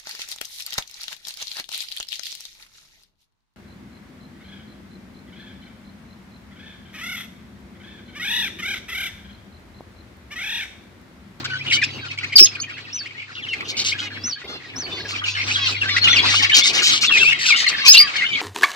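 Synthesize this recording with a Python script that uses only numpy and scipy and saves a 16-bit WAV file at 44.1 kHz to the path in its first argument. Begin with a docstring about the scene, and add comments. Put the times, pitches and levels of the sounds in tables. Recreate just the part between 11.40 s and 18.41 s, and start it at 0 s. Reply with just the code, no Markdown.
"""Budgerigars chatter in a small aviary, over a faint hum, drone and rumble and a warbling flock.
Rasps (chopped voice and hiss), chucks and gliding chirps (modulated tones with overtones) open;
piercing shrieks and nasal calls (pulses under a throat resonance) follow, then taps (damped rings),
arched whistles and wing flutters (beating noise). The near chatter is densest from about 4 s on.
Close walls add brief reflections to all the bird sounds."""
import sys
import numpy as np
from scipy import signal
from scipy.fft import rfft, irfft, next_fast_len
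from scipy.io import wavfile
from scipy.ndimage import map_coordinates

SR = 44100
rng = np.random.default_rng(int(sys.argv[2]) if len(sys.argv) > 2 else 0)


def dump_mix(stems):
    """Bounce the given channels to the path in sys.argv[1] as a 16-bit WAV at rate SR."""
    frames = np.atleast_2d(stems).T  # one column per channel
    limited = np.clip(frames, -1, 1)  # hard clip at full scale
    pcm = np.round(limited * 32767).astype(np.int16)
    wavfile.write(sys.argv[1], SR, pcm)


N = 309141

# Levels are relative: source gains, stereo balance and reflections come on top.
# Hum: time_s, level_db
HUM = [(0, -44.5), (.9, -42), (1.3, -50.5), (1.9, -53), (2.3, -46), (2.85, -42), (3, -67), (3.4, -49),
       (3.7, -42), (4.1, -36), (5.05, -34), (5.25, -62), (7.01, -56)]
# Drone above the hum: time_s, level_db
DRONE = [(0, -40.5), (.45, -42.5), (1.1, -55.5), (1.7, -58), (5.6, -59.5), (5.9, -42.5), (6.2, -64),
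         (7.01, -59)]
# Low rumble: time_s, level_db
RUMBLE = [(0.0, -41), (1.74, -53), (2.16, -45.5), (3.96, -47), (4.63, -41), (6.81, -48.5), (7.01, -45.5)]
# Rumble spectrum: frequency_hz, density_db
RUMBLE_COLOUR = [(25, -22), (60, -5), (130, 4), (190, -1), (260, 7), (400, 0), (600, -6.5), (1200, -9.5),
                 (4000, -36), (12000, -37)]
# Distant flock: time_s, level_db
FLOCK = [(0.0, -33.5), (2.01, -38.5), (2.44, -30.5), (3.22, -39.5), (3.9, -26), (4.51, -23.5), (4.78, -19),
         (5.78, -26), (5.92, -23.5), (7.01, -23.5)]
# Flock wash spectrum: frequency_hz, density_db
FLOCK_COLOUR = [(400, -16.5), (800, -11), (1400, -3.5), (2400, -6.5), (4400, -6.5), (5600, -14),
                (8000, -23.5), (10000, -43.5), (15000, -54)]
# Stereo balance of the birds: time_s, left_minus_right_db
PAN = [(0, 1), (3.7, .3), (5, 2.5), (7.01, 2)]
# Harsh scolding rasps: start_s, length_s, level_db
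RASPS = [(0.043, .014, -28.5), (0.321, 0.047, -21), (0.436, 0.0089, -25), (0.978, 0.014, -11),
         (2.281, 0.036, -28.5), (2.367, 0.062, -23), (2.441, 0.078, -22.5), (2.577, 0.097, -36),
         (3.681, .058, -32), (3.853, 0.08, -33.5), (4.062, 0.13, -28.5), (4.256, 0.092, -30),
         (4.569, .017, -27), (4.641, 0.011, -23), (4.759, 0.029, -28.5), (4.877, 0.15, -21),
         (5.022, 0.028, -21), (5.141, 0.07, -12), (5.234, 0.076, -16.5), (5.33, 0.081, -21),
         (5.419, 0.094, -16), (5.492, 0.098, -19), (5.607, 0.067, -19), (5.717, 0.21, -26.5),
         (5.987, 0.16, -25.5), (6.057, 0.06, -19), (6.159, 0.084, -21.5), (6.285, 0.015, -21),
         (6.45, 0.052, -14), (6.53, 0.028, -14.5), (6.761, 0.0077, -25.5)]
# Rasp spectrum: frequency_hz, density_db
RASP_COLOUR = [(500, -58), (1400, -18.5), (2800, 3.5), (4500, 3.5), (6600, -3.5), (8200, -12),
               (9600, -35.5), (12500, -25), (16000, -62)]
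# Short rough chucks: start_s, pitch_hz, level_db
CHUCKS = [(.044, 1412, -28.5), (.7, 2190, -29), (0.774, 2146, -25.5), (.829, 2174, -24),
          (.921, 2270, -23.5), (1.147, 2280, -29.5), (1.229, 2495, -33), (1.294, 2280, -34),
          (1.372, 2170, -36), (1.655, 2180, -32.5), (2.128, 2190, -24), (2.2, 2270, -29.5),
          (2.515, 2324, -22), (2.585, 2880, -26.5), (4.256, 2710, -19.5), (4.484, 1940, -21.5),
          (4.563, 1945, -14.5), (4.675, 1943, -18), (4.727, 2006, -20), (4.828, 995, -25),
          (4.936, 1287, -24), (5.018, 1077, -26.5), (5.093, 2296, -16.5), (5.631, 2413, -16.5),
          (5.762, 1900, -16), (6.052, 2390, -20), (6.235, 1965, -20.5), (6.262, 1980, -16.5),
          (6.281, 2760, -24.5)]
# Gliding chirps: start_s, length_s, start_hz, end_hz, level_db, roughness (0-1)
CHIRPS = [(0.097, 0.076, 1502, 1492, -23.5, 0.06), (0.203, 0.031, 2170, 2580, -28.5, 0.25),
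          (.263, .06, 2950, 2700, -24.5, 0.3), (.3, 0.034, 3070, 1894, -15, 0.4),
          (0.325, 0.047, 3300, 2850, -14.5, 0.28), (0.365, 0.033, 2250, 2380, -18.5, .1),
          (0.415, 0.018, 2237, 1690, -15.5, 0.25), (0.426, 0.016, 2520, 2535, -15.5, 0.25),
          (0.626, .049, 1640, 1413, -32, 0.08), (0.983, 0.02, 4000, 2500, -14.5, 0.48),
          (1.055, 0.018, 4600, 2600, -20, .8), (1.763, 0.087, 2150, 2300, -33.5, 0.33),
          (1.95, 0.058, 3150, 2570, -32, 0.42), (2.021, 0.05, 3630, 2610, -29, .12),
          (2.078, 0.062, 3204, 2660, -25.5, .1), (3.739, 0.029, 2900, 2194, -26, 0.42),
          (3.775, 0.0285, 2530, 3360, -27, 0.03), (3.838, 0.032, 3030, 2390, -22, 0.29),
          (3.878, 0.012, 2130, 2850, -17, 0.2), (3.971, 0.074, 2060, 2370, -22, 0.37),
          (4.106, 0.015, 2270, 2695, -18.5, 0), (4.142, 0.026, 4050, 3140, -17, 0.2),
          (4.409, 0.02, 3070, 2475, -15.5, 0.2), (4.613, 0.034, 4260, 4230, -16, 0.14),
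          (4.631, 0.057, 3020, 2855, -10, 0.19), (4.679, 0.069, 3447, 3486, -11, 0.24),
          (4.756, 0.025, 3220, 2390, -11.5, 0.03), (4.76, .032, 5350, 4310, -18.5, .3),
          (4.78, 0.025, 2860, 3320, -12, 0.33), (4.95, 0.076, 2780, 3120, -15, 0.16),
          (5.021, 0.032, 3100, 2607, -13.5, 0.6), (5.116, 0.041, 2870, 3280, -10, 0.25),
          (5.218, 0.03, 3320, 3560, -14, 0.24), (5.377, .033, 3280, 2690, -17.5, 0.23),
          (5.485, 0.063, 3460, 3510, -18, 0.45), (5.67, 0.0293, 3760, 3280, -13.5, .18),
          (5.705, 0.082, 2900, 2433, -11.5, .18), (5.77, 0.04, 3940, 3190, -16, .2),
          (5.799, 0.041, 2573, 2705, -10, .12), (5.839, .077, 2213, 2834, -10.5, 0.14),
          (5.903, 0.035, 2714, 2000, -14.5, 0.64), (6.085, .054, 2880, 2170, -10.5, .18),
          (6.088, 0.0375, 4240, 3700, -16.5, .25), (6.133, 0.04, 2670, 2960, -16.5, .35),
          (6.272, .011, 4110, 4400, -13.5, .05), (6.455, 0.036, 2360, 2600, -11.5, 0.16),
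          (6.539, 0.045, 2604, 2876, -7.5, 0.42), (6.591, 0.029, 2415, 2000, -16, .35),
          (6.636, .084, 2200, 1250, -32, .25), (6.754, 0.055, 2320, 2110, -23, 0.2),
          (6.808, 0.043, 1916, 2250, -16, 0.2), (6.843, 0.061, 2884, 3050, -20.5, 0.2),
          (6.9, 0.076, 2437, 2160, -21.5, 0.13), (6.933, 0.026, 2775, 3266, -21, 0.36)]
# Piercing near syllables: start_s, length_s, start_hz, end_hz, level_db, roughness (0-1)
SHRIEKS = [(0.433, 0.0072, 5000, 5380, -23, 0.08), (0.955, .026, 4935, 4520, -6, 0.14),
           (0.984, 0.032, 5176, 5415, -3, 0.15), (1.016, .028, 5480, 5133, -4.5, .16),
           (1.044, 0.013, 6380, 6480, -10.5, 0.02), (1.193, 0.0125, 4450, 4190, -27.5, 0.37),
           (1.211, .015, 6380, 6480, -26, 0.16), (6.465, 0.028, 4770, 4650, -9, 0.71),
           (6.484, 0.037, 4660, 5420, -4, 0.13), (6.514, 0.02, 5740, 6700, -11, 0.08),
           (6.536, 0.027, 4500, 4650, -13, 0.71), (6.568, .026, 3860, 4600, -6.5, .14),
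           (6.597, 0.031, 4860, 4730, -6.5, .04)]
# Nasal calls: start_s, length_s, pitch_hz, throat_hz, level_db
NASALS = [(0.477, 0.12, 408, 2670, -63), (0.562, 0.075, 685, 3050, -50), (2.615, 0.076, 429.5, 2750, -33.5),
          (3.074, 0.11, 702, 3840, -35.5), (3.504, .14, 515, 3760, -33), (3.858, 0.088, 521, 4900, -34),
          (4.165, 0.15, 577, 3860, -24.5), (4.471, 0.13, 617, 4000, -26.5),
          (4.821, 0.092, 561, 3760, -21.5), (6.361, 0.12, 575, 3730, -28), (6.439, 0.049, 578, 1090, -30.5),
          (6.595, 0.085, 619, 1460, -32)]
# Pitch sag of louder nasal calls: level_db, share_lost (0-1)
SAG = [(-35, 0.02), (-30.5, 0.17)]
# Beak clicks and foot knocks on perches and pots: start_s, ring_hz, decay_t60_s, level_db
TAPS = [(1.011, 362, 0.084, -16.5), (1.013, 230, 0.089, -26.5), (2.839, 238, 0.18, -32.5),
        (3.018, 1480, 0.028, -31), (3.365, 1430, 0.023, -34), (3.391, 4200, 0.022, -32),
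        (3.709, 2250, 0.0068, -18.5), (4.675, 2520, 0.036, -6), (6.319, 2010, 0.022, -22),
        (6.328, 1960, 0.021, -13.5), (6.339, 1980, 0.02, -15)]
# One bird's repeated whistle: start_s, arch_length_s, level_db
WHISTLES = [(1.526, 0.072, -30.5), (2.834, 0.084, -28), (3.357, .072, -32), (4.689, 0.083, -29)]
# Whistle arch: start_hz, middle_hz, end_hz
ARCH_HZ = [5080, 6090, 5030]
# Held note after the arch: start_hz, middle_hz, end_hz
HOLD_HZ = [5170, 4484, 4570]
# Wing flutters: start_s, length_s, level_db
FLUTTERS = [(2.101, 0.42, -48), (3.036, 0.14, -41), (3.421, 0.27, -40), (5.293, 0.15, -36),
            (5.748, 0.11, -38)]
# Wing noise spectrum: frequency_hz, density_db
WING_COLOUR = [(30, -42), (70, 3), (200, -2.5), (400, 5), (600, -2), (1200, -8.5), (5000, -37)]

TIME_S = np.arange(N) / SR
TOP_HZ = 16100  # upper band limit
WASH_DB = -11  # before the flock level
LAG_SPREAD_MS = .18  # birds perch all around the two microphones
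RASP_LAG_MS, RASP_LAG_SPREAD_MS = -.19, .05  # negative: left first
RASP_HZ, RASP_DB, RASP_OCTAVES_PER_DB = 5060, -18, .002  # louder rasps are brighter
OVERTONE_HZ, OVERTONE_DB_PER_OCTAVE = 1854, -16.5  # the beak favours overtones of low notes
SETTLE = .7  # share of a glide done half way through
EARLY_T60_S = .054


def undb(db):
    """Decibels to amplitude gain."""
    return 10 ** (np.asarray(db) / 20)


def unit(x):
    """Scale to rms 1."""
    return x / np.sqrt(np.mean(x ** 2) + 1e-18)


def curve(rows):
    """Interpolate (time_s, value) rows at every sample."""
    return np.interp(TIME_S, *np.transpose(rows))


def wobble(size, rate_hz):
    """Smooth random signal, spread near 1, with rate_hz random points per second."""
    steps = np.arange(size) * rate_hz / SR
    return map_coordinates(rng.standard_normal(2048), [steps], order=3, mode="wrap")


def colour(x, points, shift=0.99):
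    """Filter x by (frequency_hz, db) points, frequencies scaled by shift; rms 1."""
    size = next_fast_len(x.shape[-1] + 256)
    hz, db = np.transpose(points)
    log_hz = np.log(np.fft.rfftfreq(size, 1 / SR) + 1)
    gain = undb(np.interp(log_hz, np.log(hz * shift), db))
    return unit(irfft(rfft(x, size) * gain, size)[..., :x.shape[-1]])


def swell(length_s, bluntness, lean=0.84):
    """Progress 0-1 and a rounded rms-1 envelope, quicker to rise than to fall."""
    u = np.linspace(0, 1, max(int(length_s * SR), 64))
    build_up = 1 - np.exp(-u * length_s / .002)
    arch = np.abs(np.sin(np.pi * u ** lean)) ** bluntness
    return u, unit(build_up * arch)


def add(out, x, start_s, lag_ms=0.):
    """Mix x into both channels; positive lag_ms delays left against right."""
    for row, side in zip(out, (1, -1)):
        start = int(np.clip(round((start_s + side * lag_ms / 2e3) * SR), 0, N - 1))
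        row[start:start + len(x)] += x[:N - start]


def background(hum_hz=100.6, drone_hz=135, hum_db=-1, rumble_db=1, apart=0.87):
    """Mains hum, wavering drone and low noise rumble; the rumble differs partly between sides."""
    hum = np.sin(2 * np.pi * hum_hz * TIME_S) * undb(curve(HUM) + hum_db)
    drone_phase = 2 * np.pi * np.cumsum(drone_hz + 3 * wobble(N, 13)) / SR
    drone = np.sin(drone_phase) * undb(curve(DRONE))
    noise = rng.standard_normal(N) + apart * rng.standard_normal((2, N))
    rumble_level_db = curve(RUMBLE) + rumble_db + 3.86 * wobble(N, 21)
    rumble = colour(noise, RUMBLE_COLOUR) * undb(rumble_level_db)
    balance = undb(np.array([[.8], [-.8]]))
    return (np.sqrt(2) * (hum + drone) + rumble) * balance


def syrinx(length_s, pitches_hz, rough, overtone_db, buzz_hz=680, spread_hz=620, shake_hz=260,
           bite=1.15, throb=0.27, step_db=-8, beak_hz=7500):
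    """One gliding note; a slower membrane chops and bends it, turning whistle into chuck."""
    u, envelope = swell(length_s, 0.33)
    rough = np.clip(rough, 0, 1)
    zigzag = (.006 + .3 * min(rough, .42) ** 2) * wobble(len(u), 130)
    grains = (throb + .5 * rough) * wobble(len(u), 206.6)
    # parabola through start, middle and end pitch
    hz = np.polyval(np.polyfit([0, .5, 1], pitches_hz, 2), u) * (1 + zigzag)
    membrane_hz = buzz_hz * (1 + 0.21 * wobble(len(u), 157.3))
    buzz = np.cos(2 * np.pi * np.cumsum(membrane_hz) / SR)
    bend_hz = rough * (spread_hz * buzz + shake_hz * wobble(len(u), 696.0))
    phase = 2 * np.pi * np.cumsum(hz + bend_hz) / SR
    tone = np.sin(phase)
    for k in range(2, 5):
        beak = (k * hz < TOP_HZ) / np.hypot(1, (k * hz / beak_hz) ** 3)
        overtone_gain = undb(min(overtone_db, 3) + (k - 1.5) * step_db)
        tone = tone + overtone_gain * beak * np.sin(k * phase)
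    strength = np.exp(grains + bite * rough * buzz)
    # the short windpipe radiates little below the note
    windpipe = signal.butter(3, .55 * min(pitches_hz), "high", fs=SR, output="sos")
    return signal.sosfilt(windpipe, tone * unit(envelope * strength)) * np.sqrt(2)


def nasal(length_s, start_hz, end_hz, throat_hz, width_octaves=0.34, chest_db=-13):
    """Gliding harmonics, each wavering in level, under a broad throat resonance."""
    u, envelope = swell(length_s, 0.4)
    hz = (start_hz + (end_hz - start_hz) * u ** 1.4) * (1 + .011 * wobble(len(u), 320))
    phase = 2 * np.pi * np.cumsum(hz) / SR
    tone = 0
    for k in range(2, 14):
        throat = np.exp(-.5 * (np.log2(k * hz / throat_hz) / width_octaves) ** 2)
        chest = undb(chest_db) * (k * hz < throat_hz)
        waver = undb(4.5 * np.interp(u, np.linspace(0, 1, 6), rng.standard_normal(6)))
        line = np.sin(k * phase + 2 * np.pi * rng.random())
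        tone = tone + waver * (throat + chest) * line
    return unit(tone) * envelope


def flock(count=160, chucks_db=-4.5, calls_share=0.57):
    """Distant chucks, a nasal call with every second one, and noise for their blurred echoes."""
    chuck_mix, call_mix = np.zeros((2, 2, N))
    for k, draws in enumerate(rng.random((count, 8))):
        when, length, pitch, bend, slide, rough, throat, side = draws
        start_s, lag_ms = (k + when) * N / SR / count, side - .5
        hz = (1450 + 1800 * pitch) * np.array([1, 0.74 + 0.26 * bend, 0.645 + .5 * slide])
        chuck = syrinx(0.0203 + 0.0349 * length, hz, .15 + .45 * rough, -16.0)
        add(chuck_mix, chuck, start_s, lag_ms=lag_ms)
        if k % 2:
            call_hz = 380 + 300 * bend
            end_hz = call_hz * (.92 + 0.1115 * slide)
            call = nasal(0.0585 + 0.051 * rough, call_hz, end_hz, 2500 + 2000 * throat)
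            add(call_mix, call, start_s, lag_ms=-lag_ms)
    voices = unit(chuck_mix) + calls_share * unit(call_mix)
    wash = colour(rng.standard_normal((2, N)), FLOCK_COLOUR) * undb(4.62 * wobble(N, 30))
    return (voices * undb(chucks_db) + wash * undb(WASH_DB)) * undb(curve(FLOCK))


def rasps(pulse_hz=230, reference_hz=5000, voice_hz=750, hiss_db=-4):
    """A jittering voice and hiss, chopped into uneven puffs, ring the throat and open beak."""
    out = np.zeros((2, N))
    for (start_s, length_s, db), side in zip(RASPS, rng.standard_normal(len(RASPS))):
        centre_hz = RASP_HZ * 2 ** (RASP_OCTAVES_PER_DB * (db - RASP_DB))
        u, envelope = swell(length_s + 0.011, 0.85, lean=.72)
        pulse = 2 * np.pi * np.cumsum(pulse_hz * (1 + 0.313 * wobble(len(u), 197.2))) / SR
        voice = 2 * np.pi * np.cumsum(voice_hz * (1 + 0.0509 * wobble(len(u), 220.5))) / SR
        squeal = 0
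        for k in range(2, 19):
            flare = np.exp(.4 * wobble(len(u), 160))  # separate for each overtone
            squeal = squeal + np.sin(k * voice + 2 * np.pi * rng.random()) * flare
        puffs = np.exp(.65 * np.cos(pulse) + .1 * wobble(len(u), 110))
        hiss = rng.standard_normal(len(u)) * undb(hiss_db)
        rasp = colour(puffs * (unit(squeal) + hiss), RASP_COLOUR, centre_hz / reference_hz)
        lag_ms = RASP_LAG_MS + RASP_LAG_SPREAD_MS * side
        add(out, rasp * envelope * undb(db), start_s - .002, lag_ms=lag_ms)
    return out


def overtone_tilt(hz):
    """Decibels the beak adds to the overtones of a note at this pitch."""
    return OVERTONE_DB_PER_OCTAVE * np.log2(hz / OVERTONE_HZ)


def chucks(length_s=.023, rise=1.143, rough=0.368, overtone_db=-7, gain_db=-0.5, lag_ms=-0.058):
    """Brief throaty syllables of one pitch shape: nearly level, then flicked upward."""
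    out = np.zeros((2, N))
    for (start_s, hz, db), side in zip(CHUCKS, rng.standard_normal(len(CHUCKS))):
        note = syrinx(length_s, [hz, hz, hz * rise], rough, overtone_db + overtone_tilt(hz))
        add(out, note * undb(db + gain_db), start_s, lag_ms=lag_ms + LAG_SPREAD_MS * side)
    return out


def glide(length_s, start_hz, end_hz, rough, overtone_db, overhang_s=.002):
    """A note that slides quickly from its first pitch and settles on its last."""
    middle_hz = start_hz + SETTLE * (end_hz - start_hz)
    return syrinx(length_s + 2 * overhang_s, [start_hz, middle_hz, end_hz], rough, overtone_db)


def chirps(gain_db=-3.5, overtone_db=-11.0, lag_ms_per_db=0.11):
    """Near birds' rising and falling notes, overtones weaker at higher pitch."""
    out = np.zeros((2, N))
    for row, side in zip(CHIRPS, rng.standard_normal(len(CHIRPS))):
        start_s, length_s, start_hz, end_hz, db, rough = row
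        note = glide(length_s, start_hz, end_hz, rough, overtone_db + overtone_tilt(end_hz))
        # mean lag follows the stereo balance
        lag_ms = lag_ms_per_db * np.interp(start_s, *np.transpose(PAN)) + LAG_SPREAD_MS * side
        add(out, note * undb(db + gain_db), start_s, lag_ms=lag_ms)
    return out


def shrieks(gain_db=0.0, overtone_db=-14, lag_ms=-.05):
    """The closest bird's loud, high gliding calls, all with one stereo lag."""
    out = np.zeros((2, N))
    for start_s, length_s, start_hz, end_hz, db, rough in SHRIEKS:
        note = glide(length_s, start_hz, end_hz, rough, overtone_db)
        add(out, note * undb(db + gain_db), start_s, lag_ms=lag_ms)
    return out


def nasals():
    """Near drawn-out calls; the pitch sags more the harder they are pushed."""
    out = np.zeros((2, N))
    for start_s, length_s, hz, throat_hz, db in NASALS:
        end_hz = hz * (1 - np.interp(db, *np.transpose(SAG)))
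        call = nasal(length_s, hz, end_hz, throat_hz)
        add(out, call * undb(db), start_s, lag_ms=rng.uniform(-0.14, .2))
    return out


def taps(crack=0.091):
    """A brief noise crack and one damped ring."""
    out, t = np.zeros((2, N)), TIME_S[:SR // 4]
    for start_s, hz, t60_s, db in TAPS:
        ring = np.sin(2 * np.pi * hz * t) * np.exp(-np.log(1000) * t / t60_s)
        click = crack * rng.standard_normal(len(t)) * np.exp(-t / 0.00054)
        add(out, (ring + click) * undb(db), start_s)
    return out


def whistles(hold_s=0.0412, overlap_s=0.0097, arch_db=1.0, hold_db=0.0, rough=0.014,
             overtone_db=-34, lag_ms=.02):
    """A nearly pure whistle arches up and over, then a short second note follows."""
    out = np.zeros((2, N))
    for start_s, length_s, db in WHISTLES:
        arch = syrinx(length_s, ARCH_HZ, rough, overtone_db)
        hold = syrinx(hold_s, HOLD_HZ, rough, overtone_db)
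        add(out, arch * undb(db + arch_db), start_s, lag_ms=lag_ms)
        add(out, hold * undb(db + hold_db), start_s + length_s - overlap_s, lag_ms=lag_ms)
    return out


def wings(beat_hz=19):
    """Soft noise pushes of air, one for each wing beat."""
    out = np.zeros((2, N))
    for start_s, length_s, db in FLUTTERS:
        u, envelope = swell(length_s, 0.26)
        beats = unit(np.exp(0.37 * np.sin(2 * np.pi * beat_hz * length_s * u)))
        air = colour(rng.standard_normal(len(u)), WING_COLOUR)
        add(out, air * beats * envelope * undb(db), start_s)
    return out


def aviary(x, early_db=-9, tail_db=-17, tail_t60_s=0.17):
    """Close walls and pots reflect at once, as sparse decaying noise; a fainter, longer tail is added."""
    t = TIME_S[:SR // 2]
    noise = rng.standard_normal((2, 2, len(t))) * (t > .0015)
    early = noise[0] ** 3 * np.exp(-np.log(1000) * t / EARLY_T60_S)  # cubing makes it sparse
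    tail_colour = [(300, -20.5), (2500, 15.5), (5000, 13.0), (8000, -8), (16000, -67)]
    tail = colour(noise[1], tail_colour) * np.exp(-np.log(1000) * t / tail_t60_s)
    response = (unit(early) * undb(early_db) + unit(tail) * undb(tail_db)) / np.sqrt(len(t))
    return x + signal.fftconvolve(x, response, axes=1)[:, :N]


def scene():
    """Birds, balanced left to right, in their aviary over the background."""
    birds = flock() + rasps() + chucks() + chirps() + shrieks()
    birds = birds + nasals() + taps() + whistles() + wings()
    balance = undb(curve(PAN) * np.array([[.5], [-.5]]))
    return background() + aviary(birds * balance)


def record(dry, ceiling=0.96, low_cut_hz=42):
    """Peaks overload the microphone; then the deep bass and the top are cut."""
    clipped = np.clip(dry, -ceiling, ceiling)
    low_cut = signal.butter(2, low_cut_hz, "high", fs=SR, output="sos")
    top_cut = signal.ellip(8, .1, 50, TOP_HZ, fs=SR, output="sos")
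    return signal.sosfiltfilt(top_cut, signal.sosfilt(low_cut, clipped))


dry = scene()
out = record(dry)
dump_mix(out)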